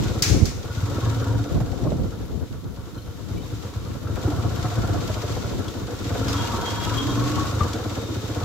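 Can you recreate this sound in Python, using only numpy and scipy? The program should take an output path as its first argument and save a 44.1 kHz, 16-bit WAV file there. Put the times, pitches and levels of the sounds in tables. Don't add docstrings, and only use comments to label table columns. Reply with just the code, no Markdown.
import sys
import numpy as np
from scipy import signal
from scipy.fft import rfft, irfft, next_fast_len
from scipy.io import wavfile
from scipy.ndimage import uniform_filter1d, map_coordinates

SR = 44100
rng = np.random.default_rng(int(sys.argv[2]) if len(sys.argv) > 2 else 0)


def volts_from_decibels(level):
    exponent = np.asarray(level, float) / 20
    return 10 ** exponent


def wrap_up_sound(samples):
    columns = np.atleast_2d(samples).T
    tamed = np.clip(columns, -1, 1)
    steps = np.round(tamed * 32767).astype(np.int16)
    wavfile.write(sys.argv[1], SR, steps)


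N = 372233
T = np.arange(N) / SR

# (time [s], power strokes per second [Hz])
ENGINE_SPEED = [(0.0, 18.89), (0.25, 21.16), (0.64, 15.32), (1.07, 22.17), (2.1, 14.21), (2.41, 7.52),
                (2.97, 10.25), (3.13, 8.85), (3.82, 8.75), (4.04, 13.87), (4.8, 15.95), (5.79, 12.83),
                (6.18, 21.28), (6.82, 21.15), (7.53, 26.76), (7.71, 20.03), (8.19, 14.12), (8.44, 17.61)]
# (time [s], length [s], delay [ms], negative is early)
STROKE_SHIFTS = [(.11, .16, -12), (.72, .12, -12), (.965, .14, -14), (1.22, .2, 7), (1.37, .2, -10),
                 (2.784, .1, 9), (2.988, .1, -11), (3.43, .1, 20), (3.544, .1, -11), (4.047, .07, 12),
                 (4.118, .07, -13), (4.327, .07, 8), (4.47, .22, -4), (4.722, .07, 12), (4.848, .07, 5),
                 (4.97, .22, -12), (5.243, .07, 7), (5.6, .07, 12), (5.752, .07, 16), (5.961, .07, -24),
                 (6.25, .12, 10), (8.15, .2, -6)]
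# (time [s], level [dB])
THROTTLE = [(0, -28.5), (.32, -28), (.5, -46), (.75, -25), (1.35, -27.5), (2.0, -37), (2.9, -38),
            (3.3, -39), (3.7, -34.5), (4.15, -29.5), (4.35, -25), (5.4, -28.5), (5.65, -36.5), (6.2, -25),
            (7.0, -34), (7.5, -28.5), (8.0, -31), (8.44, -28)]
# (time [s], length [s], change [dB])
MISFIRES = [(1.5, 0.19, -20), (1.8, 0.34, -19), (2.4, 0.36, -27), (2.49, .06, -10), (2.89, 0.14, -19),
            (3.53, 0.14, 7), (4.07, 0.056, 5), (3.2, 0.13, -14), (5.85, 0.12, 5.5), (4.8, 0.16, 3.5),
            (6.0, 0.16, -10), (6.08, .06, 0), (6.28, 0.096, 1), (7.56, 0.11, 8), (6.75, 0.23, -9),
            (7.35, 0.22, 0), (.89, .06, -6), (1.21, .1, 0), (8.43, .05, 4), (2.431, .06, 6),
            (3.317, .1, 5.5), (3.77, 0.091, 5.5), (3.97, .07, -15), (4.19, .07, -8), (4.258, 0.065, 5.5),
            (4.43, 0.15, 3), (4.52, .07, -1), (4.73, .07, -6), (4.905, .07, 3), (5.0, 0.17, -6),
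            (5.108, .07, 2), (5.175, .07, -5), (5.898, 0.065, -17), (6.174, .05, -11), (6.55, .05, -2),
            (7.1, .05, -1), (7.145, .05, 8), (7.228, .05, -4)]
# (time [s], level [dB])
LOAD = [(0, 6), (.2, -2.5), (.56, -7), (.73, -0.5), (1.03, 3), (1.2, 1.5), (1.9, -5), (2.68, -8.5),
        (3.45, -3), (4.0, -2.5), (4.3, 4.5), (5.3, 4), (5.85, -1), (6.06, 1), (6.3, 7.5), (7.45, 6),
        (8.09, 0.5), (8.44, 2.5)]
# (time [s], level [dB])
WETNESS = [(0, -1), (.2, 6.5), (.3, -7), (.6, 3), (.9, 0), (2.0, 0), (3.3, -0.8), (3.45, 0.5), (4.4, -2),
           (5.3, 1), (6.0, 1.2), (8.44, 1.5)]
# (time [s], length [s], tank change [dB], frame change [dB])
JOLTS = [(.19, 0.3, 4, 3.5), (.8, 1, -1, -1), (1.55, 0.79, 6.5, 0), (1.87, 0.46, 11.5, 9),
         (2.62, 0.42, -6, -5.5), (3.0, 1, -2, -1.5), (3.5, 0.25, -6, -1.5), (3.9, 0.58, -3, -2),
         (4.31, 0.3, 8.5, 1), (4.8, 0.96, 8, 1), (5.15, 0.34, 0.5, -0.5), (5.5, 0.98, 3.5, 2.5),
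         (6.18, 0.28, 6, 3), (6.45, 0.17, -1, 0.5), (6.9, 0.84, -1, -2), (7.62, 0.05, 10, 2.5),
         (7.8, 0.45, 6, 2), (8.15, 0.43, -1.5, 4.5), (8.42, 0.43, 7, -1), (.94, 0.18, -6, 1),
         (4.78, .2, -4, 0), (7.25, 0.55, 1, 1), (6.36, 0.11, -6, -3), (7.09, .08, -1, -3), (2.74, .1, 8, 7),
         (4.73, .06, 0, -6), (8.18, .1, -1, -0.5), (5.85, .35, 2, 4), (4.63, .3, -4, 0), (8.33, .25, 0, 4)]
# (frequency [Hz], width [Hz], level [dB])
SILENCER_MODES = [(56.7, 28, -5), (100.6, 44, 9), (112, 89, -42), (176, 81, -27)]
# (frequency [Hz], width [Hz], level [dB])
FRAME_MODES = [(197.3, 65, -1), (292.7, 119, 2), (376, 157, -7.5), (473.4, 143, 0.5)]
# (frequency [Hz], width [Hz], level [dB])
CASING_MODES = [(927, 218, 3.5), (1129, 170, 6), (1336, 167, 6.5), (1475, 140, 3), (1670, 250, -2.5)]
# (frequency [Hz], width [Hz], level [dB])
TANK_MODES = [(610, 66, -19), (702, 133, 20)]
# (frequency [Hz], width [Hz], level [dB])
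FIN_MODES = [(2425, 140, -7), (3080, 83, 8.5), (3680, 150, 13.5), (4370, 440, 1), (5920, 270, 9)]
# (frequency [Hz], density [dB per Hz])
HISS_COLOUR = [(880, -7.5), (1500, -14.5), (1900, -6), (2340, -7.5), (2640, -8), (3730, -5), (4640, -7.5),
               (7030, -9.5), (7540, -10), (8740, -24.5), (12700, -22.5), (15100, -23), (16000, -67)]
# (frequency [Hz], density [dB per Hz])
SIZZLE_COLOUR = [(6500, -60), (8500, 0), (10500, 1), (13000, 4), (15000, 0.5), (15800, 0)]
# (time [s], strength [relative])
STONES = [(1.094, 5), (1.273, 4), (1.523, 5), (2.978, 4), (3.38, 5), (4.279, 5), (4.364, 4.5), (4.874, 4),
          (5.078, 6.5), (6.147, 5), (6.282, 7), (6.411, 3), (6.838, 5), (6.973, 6), (7.105, 4), (7.35, 4),
          (7.389, 4)]
# (time [s], level at each port [dB])
AIRFLOW = [(0, -25.5), (.14, -34.5), (1.3, -34), (2.4, -32), (2.9, -39), (3.6, -37), (4.3, -31),
           (5.7, -33.5), (5.95, -38.5), (6.3, -33.5), (7.4, -31), (7.6, -42.5), (8.1, -41), (8.44, -39)]
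# (time [s], length [s], change [dB], left-right difference [dB])
GUSTS = [(.33, 0.23, 13.5, -3.5), (.43, 0.22, 9, -9), (.85, 0.13, -6, -32.5), (1.0, .15, 0, -1),
         (1.12, 0.28, -0.5, 1), (1.27, .15, -1, -1), (1.4, 0.24, 5, -9), (1.56, 0.19, 12.5, -6),
         (1.72, 0.58, 1.5, 3), (1.87, 0.24, 6.5, -3), (2.0, 0.23, 3, -9), (2.43, 0.044, 10.5, -4),
         (2.66, 0.18, 3, -6), (2.49, 0.047, -14, -4), (2.94, 0.082, 1.5, -7), (3.36, 0.33, 5, 1),
         (3.52, 0.11, 4.5, -11), (3.92, 0.36, 1, -3), (4.06, 0.11, -1, -3), (4.65, 0.21, -3.5, -7),
         (4.9, 0.41, 5.5, -0.5), (5.22, 0.25, -5.5, 11), (5.46, 0.12, -0.5, -6), (5.74, .15, -3.5, 6),
         (5.88, .15, 1, -10), (6.41, 0.079, 8, -6), (6.46, 0.089, 0, -6), (7.15, 0.32, 0, -8),
         (7.7, .15, 5, -16), (7.9, 0.33, 2, 4), (4.85, 0.1, -3, -1), (3.68, 0.11, -4, -2),
         (2.62, 0.049, -3, -4), (8.2, .12, -2, .1), (1.65, 0.053, 5, .1)]
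# (frequency [Hz], density [dB per Hz])
WIND_COLOUR = [(18, -33), (30, -3.5), (91, -2.5), (351, -13), (390, -17), (473, -18), (517, -21.5),
               (2000, -54), (2600, -84), (4400, -120)]
# (time [s], slap level [dB], slap 60 dB fall [s], spray level [dB], spray 60 dB fall [s])
PUDDLES = [
    (0.2219, -9.5, 0.047, -20, 0.7),
    (0.454, -21, 0.027, -34.5, 0.38),
    (6.281, -43, 0.044, -35, 0.5),
]
# (frequency [Hz], density [dB per Hz])
SLAP_COLOUR = [(500, -30), (1500, -41), (5000, 13), (9000, -5), (16000, -6)]
# (frequency [Hz], density [dB per Hz])
SPRAY_COLOUR = [(470, -41), (800, -6), (2350, 1), (2980, -3), (3690, 0), (6170, 3.5), (7700, -3),
                (8300, -10.5), (16000, -17)]
# (time [s], level [dB], pitch [Hz], 60 dB fall [s], left-right difference
# [dB])
THUMPS = [(.403, -14, 100, .1, -4), (0.426, -0.5, 88, 0.033, -9), (0.829, -16.5, 107, 0.12, -1),
          (4.658, -18, 105, 0.21, 0), (2.193, -18, 110, .05, 0), (1.546, -10.5, 95, 0.084, 4),
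          (1.867, -21, 604, 0.054, 9), (1.92, -9.5, 590, 0.014, -13), (4.071, -24.5, 1350, 0.03, 5),
          (4.279, -15.5, 294, 0.2, -1), (5.681, -25, 3370, 0.035, 5), (6.287, -28, 5080, 0.07, 7),
          (7.607, -13.5, 1183, 0.1, 7), (7.61, -8, 92, 0.18, 1.5), (.311, -12, 105, .05, 1),
          (.362, -8, 170, .03, 0), (1.612, -8, 110, .06, 3), (1.831, -13, 120, .05, 8),
          (1.848, -13, 130, .04, 6), (1.877, -13, 140, .05, 3), (1.926, -8.5, 170, .035, 2),
          (1.994, -11, 125, .035, 3), (.372, -14, 100, .06, 0), (1.871, -22, 1090, 0.028, 5),
          (1.535, -34, 580, .1, 3), (2.95, -46, 4150, .05, 2), (2.98, -43, 4100, .07, 2),
          (2.985, -42, 3100, .04, 2), (3.373, -42.5, 2320, 0.1, 2), (3.405, -43, 3050, .05, 2),
          (3.435, -38, 3750, .03, 2), (.22, -9.5, 130, 0.041, 2), (4.553, -39, 13000, .04, 0),
          (3.02, -45, 4200, .07, 2), (0.37, -14.5, 250, 0.045, -2)]
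# (time [s], level [dB], pitch [Hz], 60 dB fall
# [s], left-right difference [dB])
RATTLES = [(.34, -18, 177, 0.095, -21), (1.6, -19, 600, 0.06, -5), (1.82, -25, 247, 0.11, 13),
           (1.991, -25, 249, 0.035, 3), (2.424, -21, 276, 0.056, 0), (3.29, -25, 383, 0.032, 2),
           (4.271, -19, 360, 0.15, 2), (3.371, -46, 3000, 0.18, 5), (4.166, -23, 800, 0.047, 3),
           (4.651, -22, 900, 0.05, 3), (7.604, -19, 450, 0.07, 4), (7.731, -29, 3400, 0.078, 3),
           (.9, -27, 290, .08, 2), (.94, -21, 290, .07, 2), (.98, -13, 260, 0.065, 1),
           (3.735, -33, 1090, .05, 1), (3.911, -30, 1200, .04, 1), (4.201, -20, 520, .04, 2),
           (4.885, -30, 660, 0.037, 1), (5.088, -16, 434, 0.067, 1), (5.185, -24, 530, 0.055, -1),
           (5.362, -21.5, 507, .06, -3), (5.44, -28, 350, .05, 1), (6.096, -30, 1480, .06, 2),
           (6.146, -27, 1500, 0.056, 2), (.222, -16, 14000, .015, 1), (5.68, -29.5, 3400, .05, 3),
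           (.352, -25, 600, .04, 0), (1.565, -23, 400, 0.06, 0), (8.405, -20.5, 330, .08, 3),
           (.95, -24, 200, .16, 0), (8.3, -26, 400, .12, 1), (8.155, -26, 290, .08, 2),
           (3.725, -24, 290, .05, 0), (4.236, -21, 320, .05, 1)]
# (time [s], length [s], from [Hz], to [Hz], level [dB])
GEAR_NOTES = [
    (.72, .1, 1450, 1420, -47),
    (1.0, .06, 1105, 1095, -44),
    (1.09, .08, 955, 925, -47),
    (1.3, .08, 950, 945, -45),
]
# (time [s], length [s], from [Hz], to [Hz], level [dB])
GEAR_PARTNERS = [
    (6.42, 0.245, 1310, 1325, -45),
    (6.59, .05, 990, 1300, -45),
    (6.22, 0.045, 1305, 1600, -40),
    (6.88, .04, 1300, 1290, -46),
    (5.7, 0.048, 1300, 1320, -43.5),
    (0.89, .14, 1300, 1330, -49),
    (1.22, 0.13, 1430, 1390, -51),
    (4.4, 0.506, 710, 690, -44),
    (5.1, 0.46, 620, 560, -43.5),
]
# (time [s], pitch [Hz], level [dB])
GEAR_MESH = [(6.15, 1010, -50), (6.27, 1000, -46), (6.37, 980, -47), (6.42, 955, -36), (6.55, 935, -40),
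             (6.8, 950, -38.5), (6.95, 975, -41), (7.06, 1050, -45), (7.15, 1075, -46), (7.2, 1095, -38),
             (7.33, 1120, -36), (7.46, 1120, -35.5), (7.57, 1090, -56)]
# (time [s], length [s], from [Hz], to [Hz], level [dB])
DRONES = [
    (0.867, 0.14, 282.8, 296.3, -38),
    (1.146, 0.35, 267.7, 290, -35.5),
    (6.197, 0.2, 268, 282.4, -32.5),
    (7.005, 0.42, 273.8, 309.6, -32.5),
    (7.543, 0.075, 310.2, 308, -41),
]
# (time [s], length [s], from [Hz], to [Hz], level [dB])
BOOMS = [
    (1.066, 0.15, 114, 112, -18.5),
    (1.274, 0.15, 112, 112, -19),
    (6.552, 0.44, 101, 112, -24.5),
    (7.076, 0.177, 115, 121.3, -20.5),
    (7.325, 0.082, 125, 128, -22),
]
# (time [s], length [s], level [dB])
PANEL_BUZZES = [
    [(6.41, .18, -42), (6.685, .1, -39.5), (6.77, .07, -49), (6.835, .09, -44), (7.0, .13, -35),
     (7.11, .14, -47), (6.8, 1.4, -47)],
    [(6.45, .25, -51), (6.87, .24, -47), (7.35, .1, -49)],
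]


def rms_one(x):
    return x / np.sqrt(np.mean(x ** 2) + 1e-20)


def in_time(rows, outside=None):
    times, *columns = np.transpose(rows)
    return [np.interp(T, times, column, outside, outside) for column in columns]


def swells(rows):
    out, coarse = 0, T[::64]
    for s, length_s, *sizes in rows:
        hump = np.cos(np.pi * np.clip((coarse - s) / length_s, -.5, .5)) ** 2
        out = out + np.outer(sizes, hump)
    return [np.interp(T, coarse, column) for column in out]


def drift(rate):
    knots = rng.standard_normal(400)
    return rms_one(map_coordinates(knots, [np.minimum(T * rate, 390)], order=3))


def resonate(x, hz, width_hz):
    r = np.exp(-np.pi * width_hz / SR)
    feedback = [1, -2 * r * np.cos(2 * np.pi * hz / SR), r * r]
    return signal.lfilter([(1 - r * r) / 2, 0, (r * r - 1) / 2], feedback, x)


def body(x, modes, patchy_db=np.zeros(1)):
    total = 0
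    for k, (hz, width_hz, db) in enumerate(modes):
        ringing = resonate(resonate(x, hz, width_hz), hz, width_hz)
        total = total + (-1) ** k * volts_from_decibels(db + np.roll(patchy_db, k * SR)) * ringing
    return rms_one(total)


def coloured(spectrum, alike):
    hz, db = np.transpose(spectrum)
    size = next_fast_len(N)
    gain = volts_from_decibels(np.interp(np.log(np.fft.rfftfreq(size, 1 / SR) + 1), np.log(hz), db))
    mid, side = irfft(rfft(rng.standard_normal((2, size))) * gain, size)[:, :N]
    return rms_one(np.sqrt(1 + alike) * mid + np.sqrt(1 - alike) * side * [[1], [-1]])


def panned(x, pan_db):
    return x * volts_from_decibels(np.multiply.outer([.5, -.5], pan_db * np.ones(N)))


def evened(x, span_s):
    span = int(span_s * SR)
    power = uniform_filter1d(uniform_filter1d(x ** 2, span), span)
    return x / np.sqrt(power + 1e-6)


def whine(rows, wobble_hz, flutter_db):
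    hz, _ = in_time(rows)
    _, level_db = in_time(rows, -120)
    phase = 2 * np.pi * np.cumsum(hz + wobble_hz * drift(25)) / SR
    return np.sqrt(2) * volts_from_decibels(level_db + flutter_db * drift(22)) * np.sin(phase)


def glides(rows, wobble_hz, flutter_db):
    attack_s, release_s = 0.13, 0.033
    total = 0
    for s, length_s, from_hz, to_hz, level_db in rows:
        end = s + length_s
        path = [(s - attack_s, from_hz, level_db - 28), (s, from_hz, level_db),
                (end, to_hz, level_db), (end + release_s, to_hz, level_db - 29)]
        total = total + whine(path, wobble_hz, flutter_db)
    return total


def firings(jitter_s, uneven_db):
    strokes = np.cumsum(in_time(ENGINE_SPEED)[0]) / SR - .44
    count = np.arange(int(strokes[-1]) + 1)
    chance = np.clip(rng.standard_normal((len(count), 2)), -2, 2)
    at = np.interp(count, strokes, T) - .011 + jitter_s * chance[:, 0]
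    at = at + np.interp(at + .011, T, swells(STROKE_SHIFTS)[0]) / 1000
    heard = at < T[-1]
    clicks = np.full(N, 1e-18)
    clicks[(at[heard] * SR).astype(int)] = volts_from_decibels(uneven_db * chance[heard, 1])
    return clicks


def puff(clicks, t60, floor):
    r = volts_from_decibels(-60 / (t60 * SR))
    swell = signal.lfilter([1 - r], [1, -r], signal.lfilter([1], [1, -r], clicks))
    return rms_one(floor + rms_one(swell))


def earlier(clicks, lead_s):
    return np.roll(clicks, -int(lead_s * SR))


def efforts():
    throttle, = in_time(THROTTLE)
    load, = in_time(LOAD)
    wet, = in_time(WETNESS)
    tank, frame = swells(JOLTS)
    thud_db = throttle + swells(MISFIRES)[0]
    bark_db = -36 + 0.59 * load + frame
    clatter_db = -43 + load + 0.06 * tank
    hiss_db = -43.5 + 0.93 * load + wet
    tank_db = -49 + 0.75 * load + tank
    return thud_db, bark_db, clatter_db, hiss_db, tank_db


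def exhaust_thud(clicks):
    turbulence = puff(clicks, t60=0.092, floor=0.2) * rng.standard_normal(N)
    echo = 0.31 * volts_from_decibels(0.78 * drift(15.0)) * np.roll(clicks, int(0.0357 * SR))
    low_pass = signal.butter(2, 160, fs=SR, output="sos")
    push = signal.sosfilt(low_pass, rms_one(clicks + echo) + .25 * turbulence)
    return evened(body(push, SILENCER_MODES), span_s=0.16)


def shaken_metal(clicks, bark_db, clatter_db, tank_db):
    middle, side = rng.standard_normal((2, N))
    wide = middle + 0.5 * side * [[1], [-1]]
    bark_in = 0.3 * rms_one(clicks) + puff(earlier(clicks, .018), t60=0.085, floor=1.05) * wide
    bark = body(bark_in, FRAME_MODES, patchy_db=1.5 * drift(14))
    clatter_in = puff(earlier(clicks, .022), t60=.12, floor=1.05) * wide
    clatter = body(clatter_in, CASING_MODES, patchy_db=1.5 * drift(16))
    tank = body(puff(earlier(clicks, .016), t60=0.051, floor=1.0) * wide[:, ::-1], TANK_MODES)
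    return volts_from_decibels(bark_db) * bark + volts_from_decibels(tank_db) * tank + panned(volts_from_decibels(clatter_db) * clatter, 1.54)


def chain_and_wet_tyres(clicks, hiss_db):
    hiss = coloured(HISS_COLOUR, alike=0.024) * puff(earlier(clicks, .022), t60=0.02, floor=5.0)
    hiss = hiss * volts_from_decibels(0.48 * drift(7) + 0.9 * drift(29))
    hits = rng.random(N) < 40 * volts_from_decibels(hiss_db + 42) / SR
    ticks = hits * volts_from_decibels(5.5 * np.minimum(rng.exponential(1, N), 1.6))
    stone_s, strength = np.transpose(STONES)
    ticks[(stone_s * SR).astype(int)] = strength
    grit = signal.lfilter([1], [1, -.992], ticks)
    sizzle_db = -57 + 0.38 * (hiss_db + 46.5)
    sizzle = volts_from_decibels(sizzle_db) * coloured(SIZZLE_COLOUR, alike=0.055) * (1 + 0.45 * grit)
    return panned(volts_from_decibels(hiss_db) * hiss * (1 + .12 * grit), 1.54) + panned(sizzle, 0.46)


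def cooling_fins(level_db):
    noise = rng.standard_normal((2, N))
    ring = sum(volts_from_decibels(db + 3.0 * drift(7)) * body(noise, [(hz, width_hz, 0)])
               for hz, width_hz, db in FIN_MODES)
    return panned(volts_from_decibels(level_db) * ring, 1.54)


def engine(clicks):
    thud_db, bark_db, clatter_db, hiss_db, tank_db = efforts()
    out = volts_from_decibels(thud_db) * exhaust_thud(clicks) + shaken_metal(clicks, bark_db, clatter_db, tank_db)
    return out + chain_and_wet_tyres(clicks, hiss_db) + cooling_fins(hiss_db - 30)


def wind():
    gust_db, pan_db = swells(GUSTS)
    level_db = in_time(AIRFLOW)[0] + gust_db
    lumps = np.tanh([.5 * drift(16) + .5 * drift(40) for port in range(2)])
    noise = coloured(WIND_COLOUR, alike=0) * volts_from_decibels(7.6 * lumps)
    dull = signal.sosfilt(signal.butter(2, 220, fs=SR, output="sos"), noise)
    bright = np.clip((level_db + 44.0) / 12, 0, 1)
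    return panned(volts_from_decibels(level_db + 2.5) * rms_one(dull + bright * (noise - dull)), 4 + pan_db)


def splashes():
    slap, spray = np.zeros((2, N))
    for s, slap_db, slap_t60, spray_db, spray_t60 in PUDDLES:
        after = np.maximum(T - s, 0)
        slap += (1 - np.exp(-after / 0.0017)) * volts_from_decibels(slap_db - 60 * after / slap_t60)
        spray += (T >= s) * volts_from_decibels(spray_db - 60 * after / spray_t60)
    patter = coloured(SPRAY_COLOUR, alike=.05) * spray * volts_from_decibels(.4 * drift(45))
    return panned(coloured(SLAP_COLOUR, alike=.2) * slap + patter, 2.0)


def struck(rows, noisy, rise_s):
    out, t = np.zeros((2, N)), np.arange(int(.2 * SR)) / SR
    for s, level_db, hz, t60, pan_db in rows:
        noise = body(rng.standard_normal(len(t)), [(hz, 1.17 * hz, 0)])
        ring = (1 - noisy) * np.sin(2 * np.pi * hz * t) + noisy * noise
        ring = ring * volts_from_decibels(level_db - 60 * t / t60) * (1 - np.exp(-t / rise_s(hz)))
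        i = int(s * SR)
        out[:, i:i + len(t)] += ring[:N - i] * volts_from_decibels(np.array([[.5], [-.5]]) * pan_db)
    return out


def knocks():
    thumps = struck(THUMPS, noisy=.08, rise_s=lambda hz: .0012)
    return thumps + struck(RATTLES, noisy=0.6, rise_s=lambda hz: .004 * (hz < 2000) + 0.00087)


def gears():
    mesh = whine(GEAR_MESH, wobble_hz=7.0, flutter_db=1.2)
    notes = glides(GEAR_NOTES, wobble_hz=8.0, flutter_db=2.0)
    return mesh + notes + glides(GEAR_PARTNERS, wobble_hz=12.0, flutter_db=3.0)


def intake_drone():
    return glides(DRONES, wobble_hz=1.5, flutter_db=.4)


def silencer_boom():
    return volts_from_decibels(-6.5) * glides(BOOMS, wobble_hz=1.28, flutter_db=2.0)


def panel():
    out, shake = 0, rng.standard_normal((2, N))
    for hz, rows in zip((3262, 2855), PANEL_BUZZES):
        steady = [(0, hz, 0), (T[-1], hz, 0)]
        middle, side = [whine(steady, wobble_hz=17.0, flutter_db=1.2) for part in range(2)]
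        level, = swells([(s, length_s, volts_from_decibels(db)) for s, length_s, db in rows])
        rough = body(shake, [(hz, 60, 0)]) + volts_from_decibels(-2) * body(shake[::-1], [(hz, 600, 0)])
        out = out + level * (.85 * (middle + .7 * side * [[1], [-1]]) + .6 * rough)
    return out


def scene():
    clicks = firings(jitter_s=.0012, uneven_db=1.8)
    load = puff(clicks, t60=.09, floor=.35)
    bite = puff(clicks, t60=.055, floor=.15)
    out = engine(clicks) + wind() + splashes() + knocks()
    out = out + panned(bite * gears() + (0.45 + 0.55 * load) * intake_drone(), 1.8)
    return out + (0.62 + 0.24 * load) * silencer_boom() + panel()


def roll_off(x):
    return signal.sosfilt(signal.butter(12, 15800, fs=SR, output="sos"), x)


def record(dry):
    dry = signal.sosfilt(signal.butter(4, 42, "high", fs=SR, output="sos"), dry)
    dry = signal.sosfilt(signal.ellip(10, .5, 60, 15800, fs=SR, output="sos"), dry)
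    return roll_off(dry)


dry = scene()
out = record(dry)
wrap_up_sound(out)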